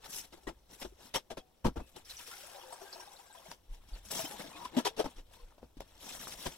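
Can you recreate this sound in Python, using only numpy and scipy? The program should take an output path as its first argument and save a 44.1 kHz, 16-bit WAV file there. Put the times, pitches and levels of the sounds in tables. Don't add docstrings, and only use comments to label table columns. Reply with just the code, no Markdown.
import sys
import numpy as np
from scipy import signal
from scipy.fft import rfft, irfft, next_fast_len
from scipy.io import wavfile
from scipy.ndimage import uniform_filter1d

SR = 44100
rng = np.random.default_rng(int(sys.argv[2]) if len(sys.argv) > 2 else 0)


def int16_out(signal):
    q = np.round(np.clip(np.atleast_2d(signal).T, -1, 1) * 32767)
    wavfile.write(sys.argv[1], SR, q.astype(np.int16))


def volts_from_db(level):
    exponent = np.asarray(level, float) / 20
    return 10 ** exponent


N = 289737


def evened(x):
    return x / np.sqrt(np.mean(x ** 2) + 1e-20)


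def read(points, hz):
    f, value = np.transpose(points)
    return np.interp(np.log(hz + 1), np.log(f + 1), value)


def add(mix, s, sound):
    part = mix[max(round(s * SR), 0):][:len(sound)]
    part += sound[:len(part)]


def colour(x, points):
    size = next_fast_len(len(x), True)
    gain = volts_from_db(read(points, np.fft.rfftfreq(size, 1 / SR)))
    return evened(irfft(rfft(x, size) * gain, size)[:len(x)])


def resonate(x, hz, width):
    turn = np.exp(2j * np.pi * np.cumsum(hz * np.ones(len(x))) / SR)
    r = np.exp(-np.pi * width / SR)
    return evened((turn * signal.lfilter([1 - r], [1, -r], x / turn)).real)


def levels(rows):
    s, *columns = np.transpose(rows)
    return [volts_from_db(np.interp(np.arange(N) / SR, s, c, -140, -140)) for c in columns]


def strokes(s, db, rise, fall):
    at = np.arange(0, N + 32, 32)
    t = at[:, None] / SR - s
    gain = volts_from_db(db - 20 * np.where(t < 0, -t / rise, t / fall)).sum(axis=1)
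    return np.interp(np.arange(N), at, gain)


def uneven_sizes(count, per_s, spread_db):
    return volts_from_db(spread_db * np.minimum(rng.exponential(1, count), 4)) * (rng.random(count) < per_s / SR)


def snap_train(count, per_s, spread_db, smear_s):
    size = uneven_sizes(count, per_s, spread_db)
    power = signal.oaconvolve(size ** 2, np.exp(-np.arange(1500) / (smear_s * SR)))[:count]
    return np.sqrt(abs(power) + 1) * rng.standard_normal(count)


def patchy(x, depth_db, bins=9, frames=9):
    z = signal.stft(x, nperseg=256, noverlap=192)[2]
    field = rng.standard_normal(z.T.shape).T
    for _ in range(2):
        field = uniform_filter1d(uniform_filter1d(field, bins, 0), frames, 1)
    return evened(signal.istft(z * volts_from_db(depth_db * evened(field)), nperseg=256, noverlap=192)[1][:len(x)])


# crest_s, level_db, rise_s and fall_s (over 20 dB), crispness_db
BAG_STROKES = [(.045, -60, .05, .05, -3), (.064, -59, .03, .04, -3), (.108, -60, .03, .1, 9),
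               (.148, -57, .06, .08, 11), (.175, -59, .05, .09, 10), (.204, -63, .05, .015, 9),
               (.244, -67, .05, .03, 3), (.257, -69, .03, .012, 1), (.33, -71, .025, .25, -1),
               (.435, -77, .015, .05, 8), (.705, -68, .012, .15, 2), (.735, -65, .05, .05, 0),
               (.81, -62, .04, .1, 9), (1.008, -61, .03, .12, -2), (1.06, -65, .06, .06, 2),
               (5.87, -72, .04, .4, -3), (6.024, -64, .04, .15, 2), (6.092, -53, .09, .1, 2),
               (6.152, -56, .09, .13, 5), (6.206, -57, .015, .08, 3), (6.24, -56, .05, .05, 0),
               (6.282, -55, .02, .03, 6), (6.328, -55, .08, .09, 4), (6.392, -56, .025, .12, 3),
               (6.43, -59, .04, .06, 3), (6.466, -52, .035, .05, 5), (6.522, -58, .05, .08, 1)]
# crest_s, level_db, rise_s and fall_s (over 20 dB), crispness_db
GRIP_STROKES = [(1.88, -74, .15, .2, 4), (1.966, -56, .018, .055, -4), (3.748, -65, .07, .04, 0),
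                (3.83, -73, .06, .06, -3), (3.895, -66, .03, .1, -3), (3.96, -65, .05, .06, -3),
                (3.99, -69, .05, .015, 0), (4.055, -66, .02, .2, 10), (4.114, -48, .01, .25, 7),
                (4.19, -47, .09, .12, 2), (4.26, -55, .05, .03, -2), (4.31, -57, .03, .2, -5),
                (4.395, -53, .02, .13, -3), (4.648, -56, .3, .07, -6), (4.75, -57, .05, .25, -12),
                (5.11, -68, .05, .08, 0), (5.335, -64, .05, .15, -2), (5.51, -75, .08, .05, -8)]
# frequency_hz, density_db
FILM_SPECTRUM = [(710, -11), (1200, -3.5), (2200, -5.5), (5530, -6), (6650, -10.5), (7490, -11),
                 (11800, -18), (16000, -26)]
# frequency_hz, density_db
SCRAPE_SPECTRUM = [(90, -16), (160, -2), (300, -4), (500, -4.5), (900, -2.5), (1400, -12), (2200, -16.5),
                   (4000, -50)]
# time_s, level_db, squeal_hz
BASE_SLIDE = [
    (4.5, -59, 1060),
    (4.514, -67.5, 1080),
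    (4.64, -50, 980),
    (4.69, -84, 980),
]
# (over 20 dB, either side)
WEIGHT_SHIFTS = [
    (.05, -66, 1.2),
    (.9, -63, .4),
    (2.1, -66, .5),
    (3.95, -60, .4),
    (4.6, -69, 1.5),
    (5.3, -63, .5),
    (5.98, -62, .3),
    (6.3, -62, .3),
]
# frequency_hz, density_db
COUNTER_SPECTRUM = [(12, 8), (30, -1.5), (60, 7), (110, -3), (200, -57), (400, -38.5)]


def hands():
    house_db = -75
    rest_dull_db, rest_bright_db, rest_scrape_db = -82, -86, -79
    crisp_steep = 1.3
    s, db, rise, fall, crisp = np.transpose(BAG_STROKES + GRIP_STROKES)
    dull = strokes(s, db, rise, fall) + volts_from_db(rest_dull_db)
    bright = strokes(s, db + crisp, rise / crisp_steep, fall / crisp_steep) + volts_from_db(rest_bright_db)
    scrape_db = db + np.repeat((2, 1.5), [len(BAG_STROKES), len(GRIP_STROKES)]) - 0.5 * crisp
    scrape = strokes(s, scrape_db, rise, fall) + volts_from_db(rest_scrape_db)
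    film = snap_train(N, per_s=500, spread_db=1.5, smear_s=0.0034)
    film = patchy(colour(film, FILM_SPECTRUM), depth_db=2.0)
    top = colour(film, [(3800, -22), (5200, -2), (16000, 10)])
    low = colour(film, [(1000, -5), (1600, -3.5), (4000, 2), (5200, -10.5)])
    bodies = snap_train(N, per_s=60, spread_db=2.5, smear_s=0.0027)
    bodies = patchy(colour(bodies, SCRAPE_SPECTRUM), depth_db=2.5, bins=2)
    s, db, hz = np.transpose(BASE_SLIDE)
    squeal_hz = np.interp(np.arange(N) / SR, s, hz)
    squeal = levels(BASE_SLIDE)[0] * resonate(bodies, squeal_hz, width=48)
    s, db, fade = np.transpose(WEIGHT_SHIFTS)
    shaking = strokes(s, db, fade, fade) + volts_from_db(house_db)
    counter = shaking * colour(rng.standard_normal(N), COUNTER_SPECTRUM)
    return dull * low + bright * top + scrape * bodies + squeal + counter


# start_s, peak_db, body_hz, crack_db (re peak), burst_s
SET_DOWN_KNOCKS = [(.322, -41.5, 320, -16, .018), (.369, -48, 371, -20, .0093),
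                   (.467, -28.5, 340, -23.5, .025), (.812, -35, 596, -9.5, .014),
                   (.845, -33, 380, -21, .0069), (1.138, -28, 910, -8, .019),
                   (1.3, -29.5, 650, -19.5, .016), (1.368, -32.5, 600, -18.5, .014),
                   (1.757, -28.5, 310, -30, .022), (3.503, -51, 908, -9.5, .033),
                   (4.962, -40, 300, -12, .014), (4.976, -30, 400, -17, .03),
                   (5.041, -27.5, 240, -22.5, .022), (5.157, -51, 484, -10, .038),
                   (5.179, -47.5, 316, -17, .02), (5.577, -52.5, 690, -18, .012),
                   (5.799, -41, 594, -17, .02), (6.455, -26, 208, -13, .012)]
# start_s, peak_db, body_hz, crack_db, burst_s
SNAP_KNOCKS = [
    (1.15, -26, 540, -13, .019),
    (1.959, -44.5, 360, -20, .019),
    (4.111, -43, 630, -26, .037),
    (4.648, -39.5, 1030, -7, .0069),
    (4.764, -24, 600, -17, .026),
    (4.78, -31, 266, -14.5, .021),
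    (4.848, -24, 800, -10, .024),
    (4.99, -21.5, 700, -20, .018),
]
# start_s, peak_db, body_hz, crack_db (re peak), burst_s
HEAVY_BUMPS = [
    (1.642, -20, 307, -24, .027),
    (1.788, -35, 296, -29, .017),
    (5.615, -50, 473, -20, .03),
    (5.766, -48, 200, -13, .0082),
]
# frequency_hz, density_db
CRACK_SPECTRUM = [(710, -21.5), (1200, -2), (2350, -3), (3220, -0.5), (5710, -6), (6650, -10),
                  (11900, -14.5), (16000, -29)]


def knocks():
    out, t = np.zeros(N), np.arange(6000) / SR
    # knocks, thud level re peak (dB), time contact takes to build (s)
    kinds = [(SET_DOWN_KNOCKS, -19, .0012), (SNAP_KNOCKS, -45, .0008), (HEAVY_BUMPS, -7.5, .003)]
    rows = [(*row, thud_db, build) for kind, thud_db, build in kinds for row in kind]
    for s, db, hz, crack_db, length, thud_db, build in rows:
        a, b, c, rattle = rng.standard_normal((4, len(t)))
        after = np.maximum(t - length, 0)
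        rise = 1 - np.exp(-t / build)
        rattle = volts_from_db(1.75 * evened(uniform_filter1d(rattle, 60)))
        thud = colour(a, [(25, 7), (60, -7), (150, -4.5), (260, 0), (600, -62.5)])
        thud = volts_from_db(thud_db + 4.5 - 60 * after / 0.092) * thud * (1 - np.exp(-t / 0.0027))
        wide = colour(b, [(120, -56.5), (300, 6.5), (1000, 1.5), (2200, -20), (5000, -75.5)])
        parts = 0.82 * wide * rattle + 0.46 * resonate(b, hz, width=55)
        body = volts_from_db(-11 - 60 * after / 0.08) * parts / np.std(parts[:1200])
        crack = volts_from_db(crack_db - 0.5 - 60 * after / 0.084) * rattle * colour(c, CRACK_SPECTRUM)
        crack = crack * (1 - 0.23 * np.exp(-t / 0.005))
        add(out, s + .0015, volts_from_db(db) * rise * (thud + body + crack))
    return out


# start_s, level_db, pitch_hz, t60_s
FREE_RINGS = [(0.43, -62, 380, .1), (.47, -41, 1900, 0.052), (.92, -55, 380, .05), (1.395, -68, 745, 0.3),
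              (1.81, -71, 2611, 0.3), (3.482, -56, 174, 0.087), (4.228, -49, 119, 0.074),
              (4.24, -38.5, 296, 0.045), (4.395, -48, 187, 0.13), (4.782, -30, 954, .045),
              (4.885, -61, 454, 0.4), (6.46, -41, 150, .07)]
# start_s, peak_db, pitch_hz,
# hold_s
HELD_RINGS = [(.845, -37, 370, .012), (2.54, -58, 770, .05), (2.55, -56, 570, .045), (2.63, -55, 520, .11),
              (2.815, -49, 390, .04), (2.855, -57, 1590, .045), (2.96, -58, 370, .07),
              (2.97, -60, 790, .05), (3.0, -60, 1590, .045), (3.27, -62, 1590, .06), (3.36, -59, 670, .045),
              (3.93, -55, 4600, .012), (3.94, -57, 4200, .015), (4.189, -38, 650, .025),
              (4.24, -52, 5200, .022), (4.248, -45, 3093, .022), (4.308, -50, 831, .045),
              (4.53, -56, 2500, .03), (4.605, -47, 950, .03), (4.646, -35, 1010, .016),
              (4.732, -43, 332, .03), (4.765, -18.5, 247.5, .021), (4.85, -34, 411, .03),
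              (4.851, -31, 980, .022), (4.99, -26.5, 434, .021), (4.993, -30, 620, .014),
              (1.141, -40, 915, .04), (1.141, -42, 2150, .012), (1.158, -38, 533, .012),
              (1.152, -41, 3280, .022), (1.148, -42, 5590, .03), (1.385, -66, 3300, .03),
              (1.385, -69, 2600, .025), (1.647, -30, 926, .012), (4.155, -48, 3300, .022),
              (4.44, -49, 290, .025), (4.44, -51, 680, .018), (4.55, -54, 310, .04), (4.55, -51, 1100, .04),
              (4.55, -55, 700, .05), (4.562, -58, 2150, .015), (5.393, -57, 1050, .012),
              (5.398, -62, 4350, .012), (5.395, -60, 482, .05), (4.06, -57, 200, .03),
              (4.39, -55, 1850, .02)]


def rings():
    closing_t60 = .03
    out, t = np.zeros(N), np.arange(12000) / SR
    rows = [(s, db + 9, hz, 0, t60) for s, db, hz, t60 in FREE_RINGS]
    rows += [(*row, closing_t60) for row in HELD_RINGS]
    for s, db, hz, hold, t60 in rows:
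        waver = resonate(rng.standard_normal(len(t)), hz, width=40 + 0.021 * hz)
        tone = np.sin(2 * np.pi * hz * t) + 0.2 * waver
        decay = volts_from_db(db - 60 * np.maximum(t - hold, 0) / t60)
        add(out, s, decay * (1 - np.exp(-(t / 0.0042) ** 2)) * tone)
    return out


# start_s, peak_db, pitch_hz, sharpness (0-1)
HARD_TICKS = [(.483, -40, 1220, 0.9), (1.1605, -19, 3100, 1), (1.653, -24, 900, .1),
              (1.6685, -22, 700, 0.2), (2.727, -38, 910, 0), (3.516, -29, 1530, .6), (4.052, -42, 6000, .9),
              (4.654, -42, 1010, 0.4), (4.872, -27, 1300, .5), (5.77, -38, 300, 0), (5.582, -45, 690, 0),
              (6.237, -40, 1200, .2), (6.42, -40, 1100, .1), (.478, -42, 6000, 1), (5.043, -26, 700, .2),
              (5.063, -23.5, 900, 0.13), (5.63, -31, 497, 0), (5.806, -25, 600, 0.35),
              (6.272, -25, 1210, 0), (6.469, -26, 724, 0.4)]


def ticks():
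    out, t = np.zeros(N), np.arange(600) / SR
    for s, db, hz, sharp in HARD_TICKS:
        spike = resonate(rng.standard_normal(len(t)), 3500, width=11000) * np.exp(-t / 0.0011)
        cycles = np.sin(2 * np.pi * hz * t) * np.exp(-hz * t / 0.82)
        add(out, s, volts_from_db(db) * (sharp * spike + cycles))
    return out


# crest_s, level_db, pitch_hz, signed_size
AIR_THUMPS = [(.57, -49, 50.4, 0.94), (.865, -46, 46.6, -1.3), (.915, -42, 49.6, 0.83),
              (1.658, -24, 60, -1.2), (1.782, -30.5, 60.5, -1.2), (3.716, -30, 28.5, 0.92),
              (3.937, -27.5, 37, -0.8), (4.67, -52, 60, 1), (5.19, -39.5, 24.4, -1.4),
              (5.44, -39.5, 26.5, -1.1), (5.638, -46, 55, -1), (5.792, -42, 39, -1.2),
              (6.365, -47, 40, 0.87), (6.469, -38, 59.5, 1)]


def thumps():
    out, t = np.zeros(N), np.arange(-4000, 9000) / SR
    for s, db, hz, sign in AIR_THUMPS:
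        swing = np.exp(-(hz * t / .55) ** 2)
        settling = 0.4 * np.exp(-abs(hz * t) / np.where(t > 0, 2.2, .3))
        push = (swing + settling) * np.cos(2 * np.pi * hz * t) / 1.69
        add(out, s - 4000 / SR, sign * volts_from_db(db) * push)
    return out


def bubbles(n, lo_hz, hi_hz, per_s, cycles, spread_db, count=14):
    out = np.zeros(n)
    for hz in np.geomspace(lo_hz, hi_hz, count):
        u = np.arange(int(4 * cycles / hz * SR)) / SR * hz / cycles
        size = uneven_sizes(n, per_s / count, spread_db)
        chirp = np.sin(2 * np.pi * cycles * (u + 0.044 * u ** 2))
        out += signal.oaconvolve(size, u * np.exp(-2 * u) * chirp * np.sqrt(hz))[:n]
    return evened(out)


# time_s, level_db
STREAM_LEVEL = [
    (2.04, -78),
    (2.052, -60),
    (2.3, -60),
    (2.75, -68),
    (3.25, -69),
    (3.52, -67),
    (3.55, -90),
]
# crest_s, level_db, fall_s (over 20 dB)
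STREAM_GULPS = [(2.1, -50, .07), (2.196, -51, .08), (2.274, -53.5, .8), (2.728, -56, .035), (2.82, -61, .2),
                (2.932, -61, .15), (3.0, -63, .1), (3.12, -67, .08), (3.19, -66, .1), (3.352, -64, .12),
                (3.46, -63, .12), (3.517, -54, .035)]
# frequency_hz, density_db
SPRAY_SPECTRUM = [(880, -12), (1500, -7), (1980, -7), (4920, -8), (5710, -8.5), (6560, -12), (9850, -11.5),
                  (16000, -17)]
# frequency_hz, density_db
TANK_SPECTRUM = [(59, -49), (100, -7), (237, -11), (446, -6), (785, 8), (1100, 5), (2500, -14), (3250, -51)]
# pitch_hz, width_hz, level_db
AIR_COLUMN = [(380, 13, -17), (520, 40, -14), (800, 45, -31), (1588, 20, -16)]
# start_s, peak_db, pitch_hz
LOW_GLUGS = [(2.189, -52, 956), (2.28, -52, 480), (2.311, -47, 1350), (2.312, -50, 1080), (2.33, -49, 1420),
             (2.33, -50, 2100), (2.383, -49, 778), (2.431, -48, 598), (2.48, -50, 710), (2.543, -49, 589),
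             (2.58, -48, 540), (2.58, -50, 790), (2.633, -50, 970), (2.722, -42, 950), (2.722, -44, 700),
             (2.811, -44, 692), (2.85, -49, 800), (2.955, -44, 668), (2.955, -49, 930), (2.98, -53, 600),
             (3.02, -52, 960), (3.072, -46, 807), (3.121, -53, 1000), (3.187, -50, 794), (3.2, -52, 980),
             (3.3, -53, 850), (3.346, -47, 1000), (3.346, -51, 750), (3.42, -54, 1080), (3.458, -47, 650),
             (3.511, -46, 930)]
# start_s, peak_db, pitch_hz
HIGH_SPLASHES = [(2.0478, -42, 5330), (2.0971, -25.5, 4080), (2.1675, -31.5, 6000), (2.2687, -33.5, 5260),
                 (2.4659, -35, 9900), (2.608, -36.5, 3080), (2.7263, -32, 8300), (2.8143, -38.5, 5800),
                 (2.9272, -28.5, 4420), (2.9287, -32, 5400), (2.9, -43, 7600), (3.0006, -36, 5670),
                 (3.025, -42, 9000), (3.0754, -42, 3600), (3.1173, -44, 5800), (3.13, -41, 7500),
                 (3.16, -38, 4000), (3.19, -47, 7240), (3.263, -46, 7380), (3.302, -44, 3760),
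                 (3.487, -43, 6000), (3.3264, -40, 8250), (3.3733, -43, 3340), (3.4681, -45, 3220),
                 (3.514, -48, 6000)]


def pour():
    water = slice(2 * SR, round(3.6 * SR))
    s, db, fall = np.transpose(STREAM_GULPS)
    spray = levels(STREAM_LEVEL)[0] + strokes(s, db, .018, fall)
    begin, end = STREAM_LEVEL[0][0], STREAM_LEVEL[-1][0]
    gurgle_db = np.interp(np.arange(N) / SR - begin, [0, .55, end - begin], [-24, 2, -1.5])
    gurgle = (spray * volts_from_db(gurgle_db))[water]
    spray, out = spray[water], np.zeros(N)
    n = len(spray)
    fizz = evened(snap_train(n, per_s=160, spread_db=0.0, smear_s=0.0024))
    fizz = fizz + 0.1 * bubbles(n, 2010, 14000, per_s=520, cycles=9.5, spread_db=13.5)
    tank = .9 * rng.standard_normal(n) + .6 * bubbles(n, 330, 1800, per_s=700, cycles=5, spread_db=2.5)
    column = sum(volts_from_db(db) * resonate(tank, hz, width) for hz, width, db in AIR_COLUMN)
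    out[water] = spray * patchy(colour(fizz, SPRAY_SPECTRUM), depth_db=1.0)
    out[water] += gurgle * (colour(tank, TANK_SPECTRUM) + column)
    t = np.arange(2000) / SR
    for s, db, hz in LOW_GLUGS:
        envelope = t / .006 * np.exp(1 - t / .006)
        add(out, s, volts_from_db(db - 2) * envelope * np.sin(2 * np.pi * hz * (.97 * t + 1.5 * t ** 2)))
    for s, db, hz in HIGH_SPLASHES:
        beats = 0.3 + 0.26 * np.cos(2 * np.pi * 172 * t - 2.5)
        band = resonate(rng.standard_normal(len(t)), hz, width=0.13 * hz)
        band = resonate(band, hz, width=0.13 * hz)
        envelope = np.exp(-(t / .022) ** 3) * (1 - np.exp(-t / 0.00067))
        add(out, s, volts_from_db(db - 11.5) * beats * envelope * band)
    return out


def tail(t60):
    x = rng.standard_normal(8000) * volts_from_db(-60 * np.arange(8000) / SR / t60)
    return x / np.linalg.norm(x)


def walls(x):
    turn = 2 * np.pi * (np.arange(N) / SR * 9 + np.arange(3)[:, None] / 3)
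    share = np.sqrt((1 + np.cos(turn)) / 3)
    return sum(signal.oaconvolve(x * w, tail(t60=0.08))[:N] for w in share)


# frequency_hz, likeness (0-1)
PORT_LIKENESS = [(60, 1), (180, .99), (300, .88), (600, .76), (1200, .55), (2500, .33), (12000, .25)]
# frequency_hz, difference_db
PORT_LEAN = [(60, 0.7), (150, -3), (300, 8), (600, 4.5), (1200, 2.5), (3000, 2), (5500, -1), (10000, 7)]
# frequency_hz, phase_rad
PORT_LEAD = [(60, 0.38), (150, 0), (300, 1.06), (600, 1.17), (1200, 0.21), (2500, 1.25), (12000, 1.5)]
# frequency_hz, density_db
FLOOR_SPECTRUM = [(59, -43), (100, -11), (277, -11), (583, -12), (1870, -30), (5770, -30.5), (6560, -36),
                  (16000, -31)]


def scene():
    x = hands() + knocks() + rings() + pour()
    x = x + volts_from_db(-14) * walls(x) + thumps()
    hz, _, z = signal.stft(x, SR, nperseg=512, noverlap=384)
    same = np.clip(read(PORT_LIKENESS, hz), 0, 1)[:, None]
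    lean = volts_from_db(read(PORT_LEAN, hz) / 2)[:, None]
    lead = read(PORT_LEAD, hz)[:, None]
    field = rng.standard_normal(z.T.shape + (2,))
    a, b = uniform_filter1d(field, size=3, axis=1).T
    paths = (a + 1j * b) / np.hypot(a, b)
    right = (same * np.exp(-1j * lead) + 1.344 * np.sqrt(1 - same ** 2) * paths) / lean
    trim = 2 / np.sqrt(lean ** 2 + lean ** -2 + 2 * same * np.cos(lead))
    ports = signal.istft(np.array([lean * z, right * z]) * trim, nperseg=512, noverlap=384)[1][:, :N]
    near = ticks()
    ports = ports + np.array([1.0 * near, 0.64 * np.roll(near, shift=-2)])
    left_hiss, right_hiss, shared = [colour(rng.standard_normal(N), FLOOR_SPECTRUM) for _ in range(3)]
    hiss = np.array([0.49 * left_hiss + 0.27 * shared, 0.29 * right_hiss + 0.34 * shared])
    return ports + volts_from_db(-63.5) * hiss


def low_pass(x):
    return signal.sosfilt(signal.butter(12, 16480, fs=SR, output="sos"), x)


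# pitch_hz, width_hz, level_db
CASE_RESONANCES = [(3200, 800, 2.5), (5700, 800, 4.5), (7600, 700, 3.5), (9700, 700, 3.5),
                   (11900, 700, 3.5)]


def record(dry):
    size = next_fast_len(N, True)
    hz = np.fft.rfftfreq(size, 1 / SR)
    case_db = -2.5 + sum(db / (1 + (2 * (hz - f) / width) ** 2) for f, width, db in CASE_RESONANCES)
    mix = irfft(rfft(dry, size) * volts_from_db(case_db) * (hz < 15830), size)[:, :N]
    return low_pass(mix)


dry = scene()
out = record(dry)
int16_out(out)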